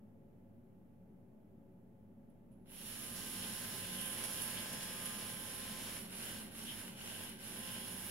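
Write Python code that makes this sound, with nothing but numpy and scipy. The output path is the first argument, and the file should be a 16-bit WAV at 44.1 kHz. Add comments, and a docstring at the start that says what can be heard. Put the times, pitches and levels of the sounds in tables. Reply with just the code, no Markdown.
"""An electric toothbrush runs in a small tiled bathroom while a cat rubs its face on the bristles.
One shaft drives the motor's whine, the gear's buzz, the handle's rattle and the head's sizzle; near the
end the power cuts out four times. A thumb rubs the switch first; the bristles snap on whiskers and hiss
through fur, and the head's scrapes ring the housing. Behind, a ventilator drones over a soft rumble,
held down by a noise suppressor until the brush starts."""
import sys
import numpy as np
from scipy import signal
from scipy.fft import rfft, irfft, next_fast_len
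from scipy.io import wavfile
from scipy.ndimage import uniform_filter1d

SR = 44100
rng = np.random.default_rng(int(sys.argv[2]) if len(sys.argv) > 2 else 0)


def put_to_file(sound):
    """Save the sound as 16-bit audio at rate SR, in the file named by the first command-line argument."""
    columns = np.atleast_2d(sound).T  # one column per channel
    safe = np.clip(columns, -1, 1)
    whole_steps = np.round(safe * 32767)
    wavfile.write(sys.argv[1], SR, whole_steps.astype(np.int16))


N = 357210
TIME = np.arange(N) / SR


def from_db(db):
    """Decibels to gain."""
    return 10 ** (np.asarray(db) / 20)


def unit_mid(x):
    """Scale a stereo pair to a mid rms of 1."""
    return x / np.sqrt(np.mean(x.mean(0) ** 2) + 1e-20)


def in_time(rows):
    """A table's value columns, interpolated at every sample."""
    times_s, *columns = np.transpose(rows)
    return [np.interp(TIME, times_s, column) for column in columns]


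def at_hz(rows, hz):
    """Read a table on a log-frequency axis."""
    points_hz, values = np.transpose(rows)
    return np.interp(np.log(hz + 1e-3), np.log(points_hz), values)


def filtered(x, gain_at):
    """Zero-phase filter; gain_at maps Hz to gain."""
    size = next_fast_len(N + 4096)
    hz = np.arange(size // 2 + 1) * SR / size
    return irfft(rfft(x, size) * gain_at(hz), size)[..., :N]


def drift(rate_hz, hop=64):
    """Slow noise with a standard deviation of 1."""
    white = rng.standard_normal(next_fast_len(N // hop + 1024))
    hz = np.arange(len(white) // 2 + 1) * SR / hop / len(white)
    slow = irfft(rfft(white) / (1 + (hz / rate_hz) ** 4))
    return np.interp(np.arange(N) / hop, np.arange(len(slow)), slow / slow.std())


def swell(centre_s, half_s):
    """Gaussian envelope, 1/e at half_s from its centre."""
    return np.exp(-((TIME - centre_s) / half_s) ** 2)


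def lagged(x, tau_s):
    """One-pole smoothing."""
    pole = np.exp(-1 / (tau_s * SR))
    return signal.lfilter([1 - pole], [1, -pole], x)


def bathroom(x, wet_db, early_db=-3, echoes=12, t60_s=0.3):
    """Direct sound, right side first, echoes off basin and walls, and a diffuse tail from the tiles."""
    direct = np.array([np.roll(x, 4), x])
    lags = (rng.uniform(.001, .022, (2, echoes)) * SR).astype(int)
    early = np.array([sum(np.roll(x, lag) for lag in side) for side in lags]) / np.sqrt(echoes)
    pole = from_db(-120 / (t60_s * SR))
    energy = signal.lfilter([1 - pole], [1, -pole], x ** 2 + 1e-18)
    tail = np.sqrt(energy) * rng.standard_normal((2, N))
    return unit_mid(direct + from_db(early_db) * early + from_db(wet_db) * tail)


# Diffuse field. Each row: frequency in Hz, left-right correlation.
COHERENCE = [(60, 0.76), (200, 0.92), (400, 0.71), (800, 0.3), (2000, 0.033), (10000, 0.065)]

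def diffuse(gain_at):
    """Stereo noise, alike on both sides in the bass, unrelated in the treble."""
    def gains(hz):
        alike = at_hz(COHERENCE, hz)
        return gain_at(hz) * np.sqrt([1 + alike, 1 - alike])
    mid, side = filtered(rng.standard_normal((2, N)), gains)
    return unit_mid(np.array([mid + side, mid - side]))


def resonant(centre_hz, half_width_hz):
    """Noise ringing in one resonance."""
    return diffuse(lambda hz: 1 / (1 + ((hz - centre_hz) / half_width_hz) ** 2))


# Hiss spectrum. Each row: frequency in Hz, relative density in dB.
HISS_SPECTRUM = [(4000, -1.5), (10500, -1), (12000, 0), (15800, -5.5)]

def hiss(base_db=-88.5, trim_db=1):
    """The microphone's self-noise."""
    return from_db(base_db + trim_db) * diffuse(lambda hz: from_db(at_hz(HISS_SPECTRUM, hz)))


# Rumble envelope. Each row: time in seconds, level in dB.
RUMBLE_LEVEL = [(0, -83.5), (2.0, -81.5), (2.35, -69), (2.75, -67), (3.2, -72), (4.5, -86), (6.1, -74),
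                (7.0, -91), (8.1, -88)]

def rumble(centre_hz=44, half_width_hz=11):
    """A deep, soft rumble, strongest around the switch-on."""
    return from_db(in_time(RUMBLE_LEVEL)[0]) * resonant(centre_hz, half_width_hz)


# Rushing air. Each row: frequency in Hz, relative density in dB.
AIR_SPECTRUM = [(20, -30), (38, -19), (60, -10), (80, -9), (125, 0), (270, -2.5), (330, -7), (450, -13.5),
                (650, -14), (850, -20), (1050, -28), (2000, -34), (3200, -40.5), (5000, -58.5)]
# Duct resonances. Each row: centre in Hz, half width in Hz, relative level in dB.
DUCT_MODES = [(36.5, 2, -85.5), (57.6, 2.7, -79.5), (104, 6, -78.5), (184.4, 3.8, -68), (214, 8.2, -67),
              (238.5, 8.5, -69), (380.2, 7, -76.5), (431.7, 3, -81.5), (550, 18, -77)]
# Fan hum and whistle. Each row: frequency in Hz, level in dB.
FAN_TONES = [(100, -65), (858.5, -79)]
# Slow swell of air and duct. 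Each row: time in seconds, gain in dB.
DRONE_GAIN = [(0, 0.3), (2.1, 0), (2.9, 2), (4.4, 1.5), (6.4, -0.4), (8.1, 0.5)]

def ventilator(air_base_db=-61, air_trim_db=3, duct_trim_db=6, waver=0.064):
    """Air rushes through a resonant duct; the fan's motor adds slightly wavering tones."""
    air = from_db(air_base_db + air_trim_db) * diffuse(lambda hz: from_db(at_hz(AIR_SPECTRUM, hz)))
    duct = sum(from_db(db + duct_trim_db) * resonant(hz, half_hz) for hz, half_hz, db in DUCT_MODES)
    hum = 0
    for hz, db in FAN_TONES:
        phase = 2 * np.pi * hz * TIME + waver * np.sqrt(hz) / 4 * drift(4)
        hum += from_db(db) * np.sqrt(2) * np.sin(phase)
    return (air + duct) * from_db(in_time(DRONE_GAIN)[0]) + hum


# Stereo balance of the brush. Each row: frequency in Hz, left minus right in dB.
BRUSH_BALANCE = [(500, 0), (1300, 2), (3000, 2.5), (5500, -2), (7500, 4.5), (9000, -1.5), (10500, -16.5),
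                 (13000, -6), (15500, -14)]

def radiated(x, spectrum, modes=()):
    """Colour x as one part of the brush, panned by frequency."""
    def gains(hz):
        lift_db = sum(db / (1 + (2 * (hz - centre_hz) / width_hz) ** 4)
                      for centre_hz, width_hz, db in modes)
        sides = from_db(at_hz(BRUSH_BALANCE, hz) * np.array([[.5], [-.5]]))
        return from_db(at_hz(spectrum, hz) + lift_db) * sides / np.hypot(*sides)
    return unit_mid(filtered(x, gains))


# Bright snap of friction. Each row: frequency in Hz, relative density in dB.
SNAP_SPECTRUM = [(7000, -16.5), (9000, -8), (10600, 6.5), (12000, -9), (13000, -16), (15000, -34)]

def rasps(events, rise_s, decay_s, gain_db, handle_db):
    """Short friction bursts sounding through head and handle."""
    envelope = np.zeros(N)
    for time_s, db in events:
        age_s = np.maximum(TIME - time_s + rise_s, 0)
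        envelope += from_db(db + gain_db) * (1 - np.exp(-age_s / rise_s)) * np.exp(-age_s / decay_s)
    friction = bathroom(rng.standard_normal(N), wet_db=10)
    handle = from_db(handle_db) * radiated(friction, HANDLE_SPECTRUM, HOUSING_MODES)
    return envelope * (radiated(friction, SNAP_SPECTRUM) + handle)


# Thumb shifts. Each row: time in seconds, relative level in dB.
THUMB_RUBS = [(2.301, -72), (2.519, -67.5)]

def thumb(body_db=-84, body_s=.02, press_from_s=2.53, press_to_s=2.66, press_db=-90):
    """A thumb rubs the switch, each rub with a dull body, then presses with a faint creak."""
    rubs = rasps(THUMB_RUBS, rise_s=.007, decay_s=0.018, gain_db=-4.5, handle_db=-15)
    loudest_db = max(db for _, db in THUMB_RUBS)
    envelope = sum(from_db(body_db + db - loudest_db) * swell(time_s + body_s / 2, body_s)
                   for time_s, db in THUMB_RUBS)
    body = envelope * resonant(centre_hz=2900, half_width_hz=1100)
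    pressing = uniform_filter1d(1. * ((TIME > press_from_s) & (TIME < press_to_s)), size=1024)
    creak = from_db(press_db) * pressing * radiated(rng.standard_normal((2, N)), SNAP_SPECTRUM)
    return rubs + body + creak


# Head scrapes. Each row: centre in seconds, half length in seconds, ring in Hz, half width in Hz,
# level in dB.
HEAD_SCRAPES = [(2.696, 0.016, 3050, 400, -69), (2.785, 0.038, 2940, 400, -63),
                (3.443, 0.017, 3180, 700, -52), (3.844, 0.019, 3000, 600, -53),
                (4.033, 0.12, 3080, 300, -53.5), (4.386, 0.032, 3060, 350, -52),
                (4.588, 0.037, 3120, 600, -52), (5.078, 0.11, 3000, 300, -59),
                (6.288, 0.03, 3070, 300, -55.5), (6.702, 0.039, 3150, 420, -52),
                (7.102, 0.15, 3020, 300, -60), (7.744, 0.17, 3020, 300, -57.5)]

def scrapes():
    """The head scrapes and rings one housing resonance."""
    return sum(from_db(db) * swell(centre_s, half_s) * resonant(hz, half_hz)
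               for centre_s, half_s, hz, half_hz, db in HEAD_SCRAPES)


# Strokes through fur. Each row: centre in seconds, half length in seconds, level in dB.
FUR_SWEEPS = [(2.725, 0.02, -65), (3.333, 0.11, -63), (3.678, 0.15, -56), (4.437, .065, -57.5),
              (4.59, .12, -62.5), (5.74, .03, -63), (5.892, 0.049, -63), (6.287, .03, -63),
              (7.18, 0.048, -66.5), (8.1, 0.068, -54)]
# Fur hiss. Each row: frequency in Hz, relative density in dB.
FUR_SPECTRUM = [(9000, -33), (12500, 0), (14000, -1), (15800, -4)]

def sweeps():
    """Bristles sweep through fur in swells of fine, bright hiss."""
    envelope = sum(from_db(db) * swell(centre_s, half_s) for centre_s, half_s, db in FUR_SWEEPS)
    return envelope * radiated(bathroom(rng.standard_normal(N), wet_db=8), FUR_SPECTRUM)


# Bristle catches. Each row: time in seconds, relative level in dB.
BRISTLE_FLICKS = [(4.014, -40), (4.06, -45), (4.122, -43), (4.2403, -38), (4.2495, -47), (4.4195, -37),
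                  (4.429, -46), (4.73, -41), (4.83, -44), (4.93, -48), (5.0574, -38), (7.2931, -47.5),
                  (7.7388, -45.5)]

def flicks():
    """Bristles catch on whiskers and teeth, snap free with a tick and scratch on softly."""
    ticks = rasps(BRISTLE_FLICKS, rise_s=0.00041, decay_s=0.0018, gain_db=4.5, handle_db=-26)
    scratches = rasps(BRISTLE_FLICKS, rise_s=0.0079, decay_s=0.022, gain_db=-3, handle_db=-17)
    return ticks + scratches


def shaft_tones(turns, orders, levels_db, echo_db, size=32768):
    """Harmonics locked to a shaft; two reflections swell and fade as the hand moves."""
    def path():
        phase = rng.uniform(0, 2 * np.pi, len(orders))
        phase = phase + np.array([[.5], [-.5]]) * rng.uniform(-np.pi / 2, np.pi / 2, len(orders))
        bins = np.round(orders).astype(int)
        lines = np.zeros((2, size // 2 + 1), complex)
        lines[:, bins] = from_db(levels_db) * np.exp(1j * phase) * size / np.sqrt(2)
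        return irfft(lines)[:, (turns % 1 * size).astype(int)]
    return path() + from_db(echo_db) * (drift(0.98) * path() + drift(3.67) * path())


def contacts(turns, per_turn, spread_db, angle_spread_db, angles=48):
    """Loose parts knock at random, hardest at the same few angles of each gear turn."""
    angle_gain = from_db(angle_spread_db * rng.standard_normal(angles))
    hits = rng.random(N) < per_turn * np.gradient(turns)
    sizes = from_db(spread_db * np.clip(rng.standard_normal(N), -2, 2)) * rng.choice([-1, 1], N)
    return hits * sizes * angle_gain[(turns % 1 * angles).astype(int)]


def periodic_rattle(turns, spread_db, order_limit):
    """Contacts that repeat every turn: an uneven comb of harmonics."""
    levels_db = spread_db * np.clip(rng.standard_normal(order_limit - 1), -2, 2)
    return unit_mid(shaft_tones(turns, np.arange(1, order_limit), levels_db, echo_db=2.5))


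def grip(x, depth_db=0.7, rate_hz=4.6, bands=9):
    """The changing grip makes overlapping bands of the handle waver independently."""
    centres_hz = np.geomspace(700, 8000, bands)
    parts = (filtered(x, lambda hz: np.interp(hz, centres_hz, band)) for band in np.eye(bands))
    return unit_mid(sum(part * from_db(depth_db * drift(rate_hz)) for part in parts))


# Brush head. Each row: frequency in Hz, relative density in dB.
HEAD_SPECTRUM = [(4820, -68), (8200, -17), (10500, 3), (13200, -13), (15200, -22), (15800, -12)]

def head_sizzle(turns, settled):
    """Dense ticks in the head, joined by a periodic part once up to speed."""
    ticks = bathroom(contacts(turns, per_turn=50, spread_db=5, angle_spread_db=7.5), wet_db=12)
    periodic = from_db(-2) * settled * periodic_rattle(turns, spread_db=5, order_limit=235)
    return radiated(ticks + periodic, HEAD_SPECTRUM)


# Handle. Each row: frequency in Hz, relative density in dB.
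HANDLE_SPECTRUM = [(100, -17), (300, -4), (450, -6.5), (700, -7), (900, -6), (1100, -8.5), (1400, -9),
                   (1700, -6.5), (2500, -6), (3700, -5), (4600, -8.5), (6200, -9.5), (8000, -11),
                   (11000, -10.5), (15000, -14.5)]
# Plastic housing resonances. Each row: centre in Hz, width in Hz, lift in dB.
HOUSING_MODES = [(1546, 134, 6), (1850, 540, 0), (2956, 440, 4.5), (4340, 180, 2.5), (5440, 510, 4.5),
                 (7090, 610, 4.5)]

def handle_rattle(turns, cycles, settled, low_db, locked_share=0.31):
    """The gear knocks in the housing, partly periodic at speed; returns bands below and above 4 kHz."""
    knocks = bathroom(contacts(turns, per_turn=80, spread_db=4.5, angle_spread_db=7), wet_db=0.5)
    meshing = periodic_rattle(cycles, spread_db=3.5, order_limit=900)
    locked = locked_share * settled
    drive = np.sqrt(1 - locked) * knocks + np.sqrt(locked) * meshing
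    handle = grip(radiated(drive, HANDLE_SPECTRUM, HOUSING_MODES))
    treble = filtered(handle, lambda hz: 1 - 1 / (1 + (hz / 4000) ** 6))
    low = filtered(handle, lambda hz: 1 / (1 + (hz / 2400) ** 8))
    return handle - treble + (from_db(low_db) - 1) * low, treble


# Outline of the gear's comb. Each row: multiple of the gear rate, relative level in dB.
GEAR_COMB = [(2, -75), (8, -83), (9, -73), (10, -78), (15, -80), (16, -86), (17, -79), (20, -74.5),
             (21, -89), (24, -71.5), (25, -66.5), (27, -73.5), (29, -77), (31, -78), (34, -75), (41, -81),
             (44, -72.5), (45, -81), (49, -83), (50, -66.5), (51, -92), (54, -73), (55, -71), (56, -96),
             (73, -81), (78, -68.5), (79, -91), (81, -73), (84, -90), (97, -97), (100, -75), (103, -75),
             (112, -93)]
# Tooth-mesh tones. Each row: multiple of the mesh cycle rate, relative level in dB.
MESH_TONES = [(113, -81), (132, -79), (137, -71), (151, -73), (238, -70.5)]

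def gear_buzz(turns, cycles):
    """A comb of gear harmonics, with tones of the meshing teeth between its lines."""
    orders = np.arange(2, 113)
    comb = shaft_tones(turns, orders, np.interp(orders, *np.transpose(GEAR_COMB)), echo_db=-9.5)
    return comb + shaft_tones(cycles, *np.transpose(MESH_TONES), echo_db=-9)


# Whine harmonics. Each row: multiple of the motor rate, relative level in dB.
WHINE_TONES = [(3, -3), (5, -5.5), (6, 0.5), (9, -3.5), (12, -24), (17, -6.5)]
# Whine, strongest as the cat leans in. Each row: time in seconds, gain at full speed in dB.
WHINE_GAIN = [(2.85, -73), (3.1, -68), (3.5, -68.5), (4.0, -63), (4.7, -63.5), (5.4, -65.5), (5.85, -64),
              (6.05, -75), (6.35, -72), (7.15, -66), (7.7, -64), (8.1, -69)]
# Thin whine. Each row: time in seconds, level at full speed in dB.
THIN_LEVEL = [(2.8, -75), (3.0, -69), (3.45, -72), (3.7, -84), (4.3, -77), (4.6, -79), (5.05, -63),
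              (5.5, -82), (6.0, -86)]

def motor_whine(motor_turns, steady, settled, thin_order=7):
    """Motor harmonics that need steady running, and one thin tone that comes in sooner."""
    whine = shaft_tones(motor_turns, *np.transpose(WHINE_TONES), echo_db=-18)
    whine *= steady * from_db(in_time(WHINE_GAIN)[0])
    thin = shaft_tones(motor_turns, [thin_order], levels_db=0, echo_db=-18)
    return whine + settled * from_db(in_time(THIN_LEVEL)[0]) * thin


# Motor current. Each row: on in seconds, off in seconds.
POWER_SPANS = [(2.638, 5.985), (6.085, 6.385), (6.512, 6.835), (6.955, 7.254), (7.378, np.inf)]

def motor_speed(spin_up_s=.044, coast_s=.22):
    """Fraction of running speed: the motor spins up fast when fed and coasts when cut."""
    speed = np.zeros(N)
    for on_s, off_s in POWER_SPANS:
        fed, cut = TIME >= on_s, TIME >= off_s
        initial = speed[np.argmax(fed)]
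        speed[fed] = 1 - (1 - initial) * np.exp(-(TIME[fed] - on_s) / spin_up_s)
        speed[cut] *= np.exp(-(TIME[cut] - off_s) / coast_s)
    return speed


def steadiness(speed, slack=0.078, build_s=0.1):
    """Strength of the whine, 0 to 1: builds near full speed, collapses as the motor slows."""
    near_full = np.exp(-(1 - speed) / slack)
    return near_full * lagged(near_full, build_s)


# Running speed, sagging as the cat leans in. Each row: time in seconds, gear turns per second.
GEAR_RATE = [(2.9, 67.33), (3.05, 66.8), (3.4, 66.85), (3.58, 66.62), (3.7, 66.1), (3.9, 66.58),
             (4.2, 66.72), (4.62, 66.44), (5.02, 66.76), (5.62, 66.8), (5.83, 66.48), (8, 66.6)]
# Rattle as the brush is turned and pressed. Each row: time in seconds, then relative levels in dB of
# the handle, the handle above 4 kHz and the head.
RATTLE_LEVELS = [(2.66, -57.5, -66, -58.5), (2.87, -52, -52.5, -51.5), (3.3, -51.5, -52.5, -49.5),
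                 (4.0, -50.5, -53.5, -49.5), (4.48, -49.5, -52.5, -46.5), (4.75, -51, -53, -51),
                 (5.1, -50.5, -53, -50), (5.4, -52.5, -55.5, -51.5), (5.9, -53, -55, -51),
                 (6.3, -51.5, -56, -50.5), (6.6, -53.5, -57.5, -53), (7.1, -52.5, -57, -52.5),
                 (7.7, -52, -57, -51), (8.1, -52.5, -56, -50)]
# Handle below 2.4 kHz and gear buzz, filling in late. Each row: time in seconds, gain in dB.
LOW_GAIN = [(2.66, -2), (2.95, -3), (3.3, -2), (3.7, -0.7), (4.5, -0.5), (5.3, 0), (5.85, 1), (6.1, 1.5),
            (6.35, 0.5), (8.1, -0.4)]

def toothbrush(wobble=.0012, gear_ratio=13 / 5, body_trim_db=-1.6, head_trim_db=-2, buzz_gain_db=49.5):
    """One shaft drives rattle, sizzle, buzz and whine; all sink as it slows."""
    speed = motor_speed()
    turns = np.cumsum(in_time(GEAR_RATE)[0] * speed * (1 + wobble * drift(14))) / SR
    cycles = turns / 5  # the same teeth meet again every five gear turns
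    settled = speed ** 6  # contacts repeat only near full speed
    steady = steadiness(speed)
    handle_db, treble_db, head_db = in_time(RATTLE_LEVELS)
    low_db = in_time(LOW_GAIN)[0]
    body, treble = handle_rattle(turns, cycles, settled, low_db)
    body *= from_db(handle_db + body_trim_db) * speed ** 0.97
    treble *= from_db(treble_db) * speed ** 2
    sizzle = from_db(head_db + head_trim_db) * speed ** 1.85 * head_sizzle(turns, settled)
    buzz_gain = from_db(handle_db + low_db + buzz_gain_db) * settled * np.sqrt(steady)
    buzz = buzz_gain * gear_buzz(turns, cycles)
    return body + treble + sizzle + buzz + motor_whine(turns * gear_ratio, steady, settled)


def scene():
    """The brush and its contact sounds over ventilator, rumble and hiss."""
    return hiss() + toothbrush() + thumb() + flicks() + sweeps() + scrapes() + ventilator() + rumble()


def record(dry, threshold_db=-64, depth_db=-6.5, open_s=0.24, edge_hz=9800, dc=-0.00041, top_hz=15780):
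    """A suppressor ducks all below edge_hz until treble opens it; then DC offset and a steep low-pass."""
    treble = signal.sosfilt(signal.butter(2, 3000, "high", fs=SR, output="sos"), dry.mean(0))
    active = uniform_filter1d(treble ** 2, size=1024) > from_db(threshold_db) ** 2
    opened = lagged(active * 1., open_s)
    ducked_band = filtered(dry, lambda hz: np.clip((edge_hz - hz) / 600 + .5, 0, 1))
    suppressed = dry - ducked_band * (1 - from_db(depth_db * (1 - opened)))
    return filtered(suppressed + dc, lambda hz: np.clip((top_hz - hz) / 100 + .5, 0, 1))


dry = scene()
out = record(dry)
put_to_file(out)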